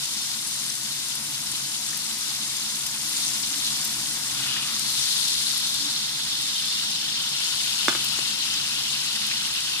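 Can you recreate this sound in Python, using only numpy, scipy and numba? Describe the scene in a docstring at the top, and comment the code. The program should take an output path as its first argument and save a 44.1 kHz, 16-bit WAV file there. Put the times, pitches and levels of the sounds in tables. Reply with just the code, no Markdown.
"""Syrup fries in oil in a steel pan: tiny steam bubbles fizz, larger ones boil and simmer, and fat spits.
Each bubble is a damped sine that chirps upward. Halfway a lump of wet jam squelches in and the boil
flares up, its pitch sinking as the syrup thickens. Later a dish is set down beside the pan with a
ringing knock. The stove rumbles underneath, all heard through the two microphone ports of a phone
swaying above the pan."""
import sys
import numpy as np
from scipy import signal
from scipy.fft import rfft, irfft
from scipy.io import wavfile
from scipy.ndimage import uniform_filter1d
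from numba import njit

SR = 44100
rng = np.random.default_rng(int(sys.argv[2]) if len(sys.argv) > 2 else 0)


def pcm_store(signal):
    """Save signal as 16-bit PCM."""
    levels = np.round(np.clip(np.atleast_2d(signal), -1, 1) * 32767)
    wavfile.write(sys.argv[1], SR, levels.astype(np.int16).T)


N = 432180
T = np.arange(N) / SR
TOP_HZ = 15400
JAM_S, WETTING_S = 4.29, 0.79  # the jam lands, then takes this long to wet the hot steel

# The fizz's level ride, which boil and simmer partly follow. Each row: time in seconds, relative dB.
FIZZ_RIDE = [(0.0, -35), (0.7, -34.5), (0.78, -35.5), (2.99, -34.5), (3.07, -32), (3.5, -33), (3.75, -33),
             (4.45, -34), (4.59, -37), (4.7, -35), (4.97, -32), (5.92, -36), (6.08, -37), (6.79, -36),
             (7.17, -38.5), (7.5, -35), (7.93, -35), (8.42, -36.5), (9.07, -36.5), (9.75, -37.5)]


def undb(db):
    """Decibels to gain."""
    return 10 ** (np.asarray(db) / 20)


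def curve(rows):
    """Join (seconds, value) rows with straight lines in time."""
    return np.interp(T, *np.transpose(rows))


def envelope(start, attack, hold, release):
    """A straight rise to 1, a hold and an exponential release, all in seconds."""
    age = T - start
    return np.clip(age / attack, 0, 1) * np.exp(-np.maximum(age - attack - hold, 0) / release)


def swell(s, half_s, height):
    """A bell-shaped rise or dip centred on s seconds."""
    return height * np.exp(-((T - s) / half_s) ** 2)


def bursts(rows):
    """Gain of bell-shaped bursts. Each row: centre and half length in seconds, relative level in dB."""
    return sum(swell(s, half_s, 0.76) * undb(db) for s, half_s, db in rows)


def walk(rate):
    """Smooth random drift with a spread of 1, taking rate new values a second."""
    step = max(int(SR / rate), 2)
    held = np.repeat(rng.standard_normal(N // step + 1), step)
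    drift = uniform_filter1d(held, step)[:N]
    return drift / drift.std()


def cut(x, hz, kind, order):
    """Butterworth high-pass or low-pass."""
    return signal.sosfilt(signal.butter(order, min(hz, TOP_HZ), kind, fs=SR, output="sos"), x + 1e-18)


def over_pitch(rows):
    """Spread the columns of a table over the spectrum, interpolating in log frequency."""
    hz, *columns = np.transpose(rows)
    axis = np.log(np.arange(N // 2 + 1) * SR / N + 1)
    return [np.interp(axis, np.log(hz), column) for column in columns]


def colour(x, rows):
    """EQ a sound through (Hz, dB) points."""
    return irfft(rfft(x) * undb(over_pitch(rows)[0]), N)


def unit(pair, low_hz, high_hz):
    """Scale a stereo pair so that its centre has rms 1 within a band."""
    band = signal.butter(4, [low_hz, high_hz], "band", fs=SR, output="sos")
    return pair / signal.sosfilt(band, pair.mean(axis=0)).std()


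def scatter(x, t60, wet_db):
    """Each port hears a sound and its own spray of reflections from pan wall, hob and tiles."""
    t = T[:int(SR * min(t60, 1)) + 2]
    tail = rng.standard_normal((2, len(t))) * undb(-60 * t / t60)
    tail *= undb(wet_db) / np.sqrt(np.sum(tail ** 2, axis=1, keepdims=True))
    return x + signal.oaconvolve(x[None], tail, axes=1)[:, :N]


def ports(pair):
    """Give two streams the likeness, lag and shading of the two microphone ports."""
    # Each row: frequency in Hz, left minus right in dB, likeness from 0 to 1, left lead in radians.
    stereo_image = [(99, 0.5, 0.98, 0.23), (325, -1.2, 0.97, 0.51), (502, -0.5, 0.8, 2.64),
                    (713, 6, 0.4, 4.3), (896, 12, 0.2, 1.7), (1180, 1, 0.64, 1.45), (2020, 0.5, 0.75, 1.14),
                    (2900, 1, 0.12, 3.13), (3370, 0, 0, 3.4), (4300, -2, 0, 3.62), (6230, 2.5, 0, 3.87),
                    (7280, 2, 0.04, 1.3), (10500, 8, 0, 0.64), (14000, 2, 0, 2.6)]
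    lean_db, alike, lead = over_pitch(stereo_image)
    alike, lean = np.clip(alike, 0, .999), undb(lean_db)
    left, other = rfft(pair)
    right = (alike * left + np.sqrt(1 - alike ** 2) * other) * np.exp(-1j * lead)
    centre = np.sqrt(1 + lean ** 2 + 2 * lean * alike * np.cos(lead))
    return irfft(np.array([lean * left, right]) / centre, N)  # the centre keeps its colour


def balance(rows):
    """Left and right gains from (seconds, left minus right dB) rows."""
    return undb(curve(rows) * np.array([[.5], [-.5]]))


def snap(s, db, decay_s):
    """A burst of noise that starts at once and dies within milliseconds."""
    return undb(db) * (T >= s) * np.exp(-np.abs(T - s) / decay_s) * rng.standard_normal(N)


@njit
def ring(times, hz, t60, size, glide):
    """Damped sines, each rising in pitch by the share glide while it dies."""
    out = np.zeros(N)
    for k in range(len(times)):
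        start, length = int(times[k] * SR), int(t60[k] * SR) + 2
        turn = 2 * np.pi * hz[k] / SR
        phasor = size[k] + 0j
        step = np.exp(1j * turn - 6.9 / length)
        bend = np.exp(1j * turn * glide / length)
        for i in range(max(start, 0), min(start + length, N)):
            phasor *= step
            step *= bend
            out[i] += phasor.imag
    return out


def bubbles(rate, low_hz, high_hz, tail_octaves, cycles, spread_db, glide, clump_db, echo_s, wet_db,
            spots):
    """Bubbles burst in clumps at spots in the pan; most ring between low_hz and high_hz, a few higher."""
    out = 0
    for _ in range(spots):
        when, pitch, stray, damping, size = rng.random((int(rate * N / SR / spots), 5)).T
        at = (when * N).astype(int)
        low, high = (np.broadcast_to(edge, N)[at] for edge in (low_hz, high_hz))
        pitch = (.3 * pitch + .45 * walk(35)[at]) % 1  # one spot sheds a train of similar bubbles
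        blur_hz = 0.062 * np.minimum(high - low, low) * rng.uniform(-1, 1, len(at))
        hz = (low + (high - low) * pitch + blur_hz) * 2 ** (-tail_octaves * np.log(stray))
        db = -spread_db * np.log(np.maximum(size, 1e-2)) + clump_db * walk(80)[at]
        t60 = cycles * (.5 + damping) / hz
        pops = ring(when * N / SR, hz, t60, undb(db) * (hz < TOP_HZ), glide)
        out = out + scatter(pops, echo_s, wet_db)
    return ports(out)


def wetness():
    """0 before the jam lands, 1 once it has spread over the steel."""
    return np.clip((T - JAM_S) / WETTING_S, 0, 1)


def vigour():
    """How far the fizz rides above its average, in dB."""
    db = curve(FIZZ_RIDE)
    return db - db.mean()


def stove():
    """The burner's rumble, booming in the resonances of hob and kitchen."""
    # The rumble's EQ. Each row: frequency in Hz, gain in dB.
    rumble_eq = [(20, -27), (48, -25), (66, -5.5), (93, -13.5), (116, -11), (134, 3), (146, 0.5), (190, -9),
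                 (217, 4), (243, -8.5), (295, -4.5), (420, -19.5), (670, -17.5), (713, -10), (760, -17),
                 (930, -8.5), (1500, -24.5)]
    # A hollow note swells now and then. Each row: centre and half length in seconds, relative dB.
    booms = [(3.25, 0.26, -54), (3.6, 0.087, -46.5), (4.01, 0.073, -45), (4.48, 0.13, -52),
             (5.86, 0.084, -45.5), (6.4, .09, -50)]
    boom_hz, width_hz = 288, 19
    flame = colour(ports(rng.standard_normal((2, N))), rumble_eq)
    rumble_db = -49.5 + swell(s=4.25, half_s=0.7, height=2.9) + 0.41 * walk(4.3)
    hollow = signal.butter(2, [boom_hz - width_hz / 2, boom_hz + width_hz / 2], "band",
                           fs=SR, output="sos")
    boom = signal.sosfilt(hollow, ports(rng.standard_normal((2, N))))
    return unit(flame, 90, 296) * undb(rumble_db) + unit(boom, 200, 400) * bursts(booms)


def dish():
    """Each contact clicks at the rim and rings dish and worktop; the kitchen answers briefly."""
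    # The dish lands, rocks and settles. Each row: start in seconds, blow in dB, contact low-pass in Hz,
    # pitch as a share of the free ring, rim click in dB.
    contacts = [(7.8828, -7.5, 6000, 0.97, -13), (7.8835, -21, 3000, 1, -24),
                (7.8861, -23, 5000, 0.92, -26), (7.8944, -25, 11000, 0.96, -16),
                (7.927, -24, 2500, 0.94, -40), (7.951, -20.5, 2400, 0.98, -32),
                (7.9565, -28, 2400, 0.95, -23), (8.187, -30, 900, 0.79, -52),
                (8.1897, -23.5, 1100, 0.86, -50)]
    # Modes of dish and worktop. Each row: frequency in Hz, relative level in dB, t60 in seconds.
    modes = [(256, -19, 0.056), (363, -12.5, 0.024), (554, -24, 0.017), (770, -15, 0.01),
             (1040, -16, 0.0064), (1290, -19.5, 0.13), (1570, 4, 0.005), (2240, 2, 0.0046),
             (2650, -16, 0.02), (3620, -14, 0.1), (4340, -24, 0.05), (5405, -18, 0.08), (6370, -18, 0.03),
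             (7850, -12, 0.02)]
    hz, db, t60 = np.array(modes, float).T.copy()
    body = click = 0
    for s, blow_db, soft_hz, pitch, click_db in contacts:
        knock = ring(np.full_like(hz, s), hz * pitch, t60, -undb(db + blow_db), glide=0.)
        body = body + cut(knock, soft_hz, "low", order=1)
        click = click + snap(s, click_db, decay_s=0.0034)
    click = cut(cut(click, 2400, "high", order=2), 7000, "low", order=4)
    sound = cut(body + click, 250, "high", order=6)  # too small to radiate bass
    return scatter(sound, t60=0.19, wet_db=-6) * undb([[-2], [1.5]])


def plops():
    """Single big bubbles burst through the thick syrup, which muffles their onset."""
    # Each row: start in seconds, relative level in dB, pitch in Hz.
    big_bubbles = [(1.93, -39.5, 1710), (4.468, -36, 2000), (4.565, -37, 1800), (9.218, -39, 2100),
                   (9.313, -31, 2200), (9.474, -37, 2200)]
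    s, db, hz = np.array(big_bubbles, float).T.copy()
    sound = cut(ring(s, hz, 12 / hz, undb(db), glide=0.32), 1000, "high", order=2)
    return scatter(sound, t60=0.05, wet_db=19.0) * undb([[0.5], [-2.5]])


def spits():
    """Droplets crack in the hot fat, each around its own pitch, nearer the left port."""
    # Each row: start in seconds, relative level in dB, pitch in Hz.
    droplets = [(1.9719, -16, 8100), (2.8639, -12, 5000), (2.868, -14, 5200), (3.8452, -15, 9400),
                (3.8516, -12, 9400), (4.794, -11, 5000), (6.6812, -19, 4000), (7.6899, -19, 4500),
                (8.0431, -12, 8000), (9.2658, -15, 5000)]
    cracks = 0
    for s, db, hz in droplets:
        crack = cut(snap(s, db, decay_s=0.0032), 0.8 * hz, "high", order=2)
        cracks = cracks + cut(crack, 2.1 * hz, "low", order=2)
    return scatter(cracks, t60=0.022, wet_db=4.0) * undb([[-8], [-14]])


def jam():
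    """The wet lump spatters as it lands and traps steam, which squelches out at a sinking pitch."""
    # Its underside meets the fat: centre and half length in seconds, relative level in dB.
    touchdown = (4.54, 0.17, -36)
    pocket_hz = 1420 - 270 * wetness()  # steam pockets grow as the lump spreads
    squelch = bubbles(rate=1800, low_hz=pocket_hz - 150, high_hz=pocket_hz + 150, tail_octaves=0.027,
                      cycles=26, spread_db=2.5, glide=.04, clump_db=-1.0, echo_s=0.02, wet_db=3, spots=4)
    spatter = bubbles(rate=4900, low_hz=2580, high_hz=3450, tail_octaves=0.052, cycles=21,
                      spread_db=1.5, glide=.03, clump_db=3.0, echo_s=0.031, wet_db=5, spots=6)
    squelch = unit(cut(squelch, 1000, "high", order=4), 1000, 1800)
    spatter = unit(cut(spatter, 1300, "high", order=2), 1900, 3160)
    flow = envelope(JAM_S, attack=0.082, hold=0.4, release=0.069)
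    return squelch * undb(-47) * flow + spatter * bursts([touchdown])


def simmer():
    """Larger, well-damped bubbles mutter underneath and gain as the syrup cooks down."""
    # Each row: frequency in Hz, gain in dB.
    simmer_eq = [(120, -47), (400, -12), (560, -14), (720, -9), (920, -0.5), (1120, -2), (1350, 4.5),
                 (1700, 3), (2050, 7.5), (2700, 1.5), (4000, 13)]
    rise_db_per_s = 0.57
    sound = bubbles(rate=3800, low_hz=548, high_hz=2265, tail_octaves=0.18, cycles=6.2,
                    spread_db=2.0, glide=0.15, clump_db=1.2, echo_s=0.066, wet_db=1.5, spots=8)
    db = -47.5 + 0.42 * vigour() + rise_db_per_s * (T - JAM_S)
    return unit(colour(sound, simmer_eq), 810, 2080) * undb(db)


def chorus():
    """In a hard boil, bubbles of one size ring together: a narrow, centred band that wanders and sinks."""
    # Each row: centre and half length in seconds, relative level in dB, pitch in Hz.
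    choruses = [(4.885, 0.044, -33.5, 4220), (4.985, 0.03, -35.5, 3680), (5.15, 0.13, -35, 3610),
                (5.66, .14, -42, 3610), (6.48, 0.09, -36.5, 3570), (6.68, 0.15, -33.5, 3540),
                (7.65, 0.31, -43, 3560)]
    rows = np.array(choruses)
    hz = curve(rows[:, [0, 3]]) + 50 * walk(9)
    sound = bubbles(rate=1500, low_hz=hz - 65, high_hz=hz + 65, tail_octaves=0.0079, cycles=120,
                    spread_db=1.5, glide=0.005, clump_db=2.0, echo_s=.003, wet_db=-1, spots=4)
    centre = cut(sound.mean(axis=0, keepdims=True), 2370, "high", order=4)
    return unit(centre, 2700, 5200) * bursts(rows[:, :3])


def crackle(rate, spread_db, spots=4):
    """Specks of fat snap: sharp ticks, most faint, at a few spots in the pan."""
    out = 0
    for _ in range(spots):
        when, size = rng.random((int(rate * N / SR / spots), 2)).T
        gain = undb(-spread_db * np.log(np.maximum(size, 1e-2)))
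        ticks = np.bincount((when * N).astype(int), gain, N)
        out = out + scatter(cut(ticks, 9600, "high", order=2), t60=.012, wet_db=-1)
    return ports(out)


def fizz():
    """Water flashes to steam in the oil: countless tiny pops and ticks over a fine hiss."""
    # Each row: frequency in Hz, gain in dB.
    fizz_eq = [(300, -22.5), (1500, -16.5), (2600, -6), (3550, -3), (5300, 1.5), (7400, -0.5), (9800, -0.5),
               (11200, -5), (12800, -10), (15200, -15)]
    # The fizz leans from side to side. Each row: time in seconds, left minus right in dB.
    lean = [(0, -5.5), (1.1, 0.1), (2.2, -2.2), (4.6, -2.5), (5.1, 2), (5.8, 2), (6.1, -1.5), (6.6, -1.5),
            (7.25, -7), (7.6, -2.5), (8.1, -4), (8.6, -4), (9.8, -2)]
    pops = bubbles(rate=10000, low_hz=2640, high_hz=14600, tail_octaves=0.058, cycles=12.4,
                   spread_db=3.5, glide=0.092, clump_db=2.5, echo_s=.012, wet_db=3.5, spots=6)
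    ticks = undb(-4.0) * unit(crackle(rate=200, spread_db=4.5), 7000, 14200)
    hiss = undb(1.5) * unit(ports(rng.standard_normal((2, N))), 7600, 11750)
    flicker = undb(0.33 * walk(30))
    sound = colour((unit(pops, 6700, 13600) + ticks + hiss) * flicker, fizz_eq)
    return unit(sound, 7310, 15400) * undb(curve(FIZZ_RIDE) - 1.0) * balance(lean)


def boil():
    """Small steam bubbles chirp in the syrup: sputtering in the oil, then flaring up in the jam."""
    # Each row: frequency in Hz, gain in dB.
    boil_eq = [(500, -34), (2000, -19), (2450, -5), (2880, 0), (3170, 0), (3550, 0.5), (3900, 1.5),
               (4400, 1.5), (4750, 1), (5300, 0), (5800, 0), (8000, 2.5), (14000, -24)]
    # The boil wells up or lulls. Each row: centre and half length in seconds, lift or dip in dB.
    surges = [(1.332, 0.11, -7), (2.3, 0.041, 4), (2.43, 0.028, 4), (3.236, 0.047, 5.5),
              (3.456, 0.029, 5.5), (3.65, 0.071, 5.5), (4.377, 0.032, 3), (4.518, 0.11, 3.5),
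              (4.877, 0.018, 0), (6.17, 0.15, -1.5), (6.602, 0.2, 0), (7.687, 0.39, 0.5)]
    thin_hz, thick_hz, thickens_s, sag_hz_per_s = 3145, 2460, 5.73, 315
    wet = wetness()
    # The jam's first water flashes to steam.
    flare_db = 1.2 * envelope(start=4.84, attack=0.09, hold=0.44, release=0.1)
    surge_db = sum(swell(*row) for row in surges) + flare_db
    low_hz = np.clip(thin_hz - sag_hz_per_s * (T - thickens_s), thick_hz, thin_hz)
    high_hz = 5326 - 130 * np.maximum(surge_db, 0)  # a harder boil sheds fewer of the smallest bubbles
    sound = bubbles(rate=7000, low_hz=low_hz, high_hz=high_hz, tail_octaves=0.099, cycles=21.8,
                    spread_db=2.5, glide=0.02, clump_db=1.0, echo_s=.03, wet_db=6.0, spots=12)
    sputter_db = 1.5 * (1 - wet) * walk(9.2)  # uneven while there is little water
    db = -42 + 9 * wet ** 1.2 + 0.065 * vigour() + surge_db + sputter_db
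    return unit(colour(sound, boil_eq), 2200, 5000) * undb(db)


def pan_ring(x):
    """The pan's hollow rings with what fries in it, lifting a few narrow bands."""
    # Each row: centre in Hz, width in Hz, lift in dB.
    resonances = [(2910, 120, 1.3), (3540, 120, 2.4), (4200, 110, 0.5), (5260, 170, 2)]
    hz = np.arange(N // 2 + 1) * SR / N
    db = sum(lift / (1 + (2 * (hz - centre) / width) ** 2) for centre, width, lift in resonances)
    return irfft(rfft(x) * undb(db), N)


def scene():
    """The frying pan under a swaying phone, the stove and the dish."""
    # The phone sways over the pan. Each row: time in seconds, left minus right in dB.
    sway = [(0, 5.5), (1.2, 2), (2.2, 3.5), (4.2, 3.5), (5.2, 2.5), (6.2, 1.2), (7.2, 4), (8.2, 5),
            (9.8, 2)]
    frying = pan_ring(fizz() + boil() + chorus() + simmer() + jam()) * balance(sway)
    return frying + spits() + plops() + stove() + dish()


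def record(dry):
    """The phone rounds the loudest peak and cuts the top."""
    top_cut = signal.ellip(14, .2, 80, TOP_HZ, fs=SR, output="sos")
    return signal.sosfilt(top_cut, np.tanh(dry))


dry = scene()
out = record(dry)
pcm_store(out)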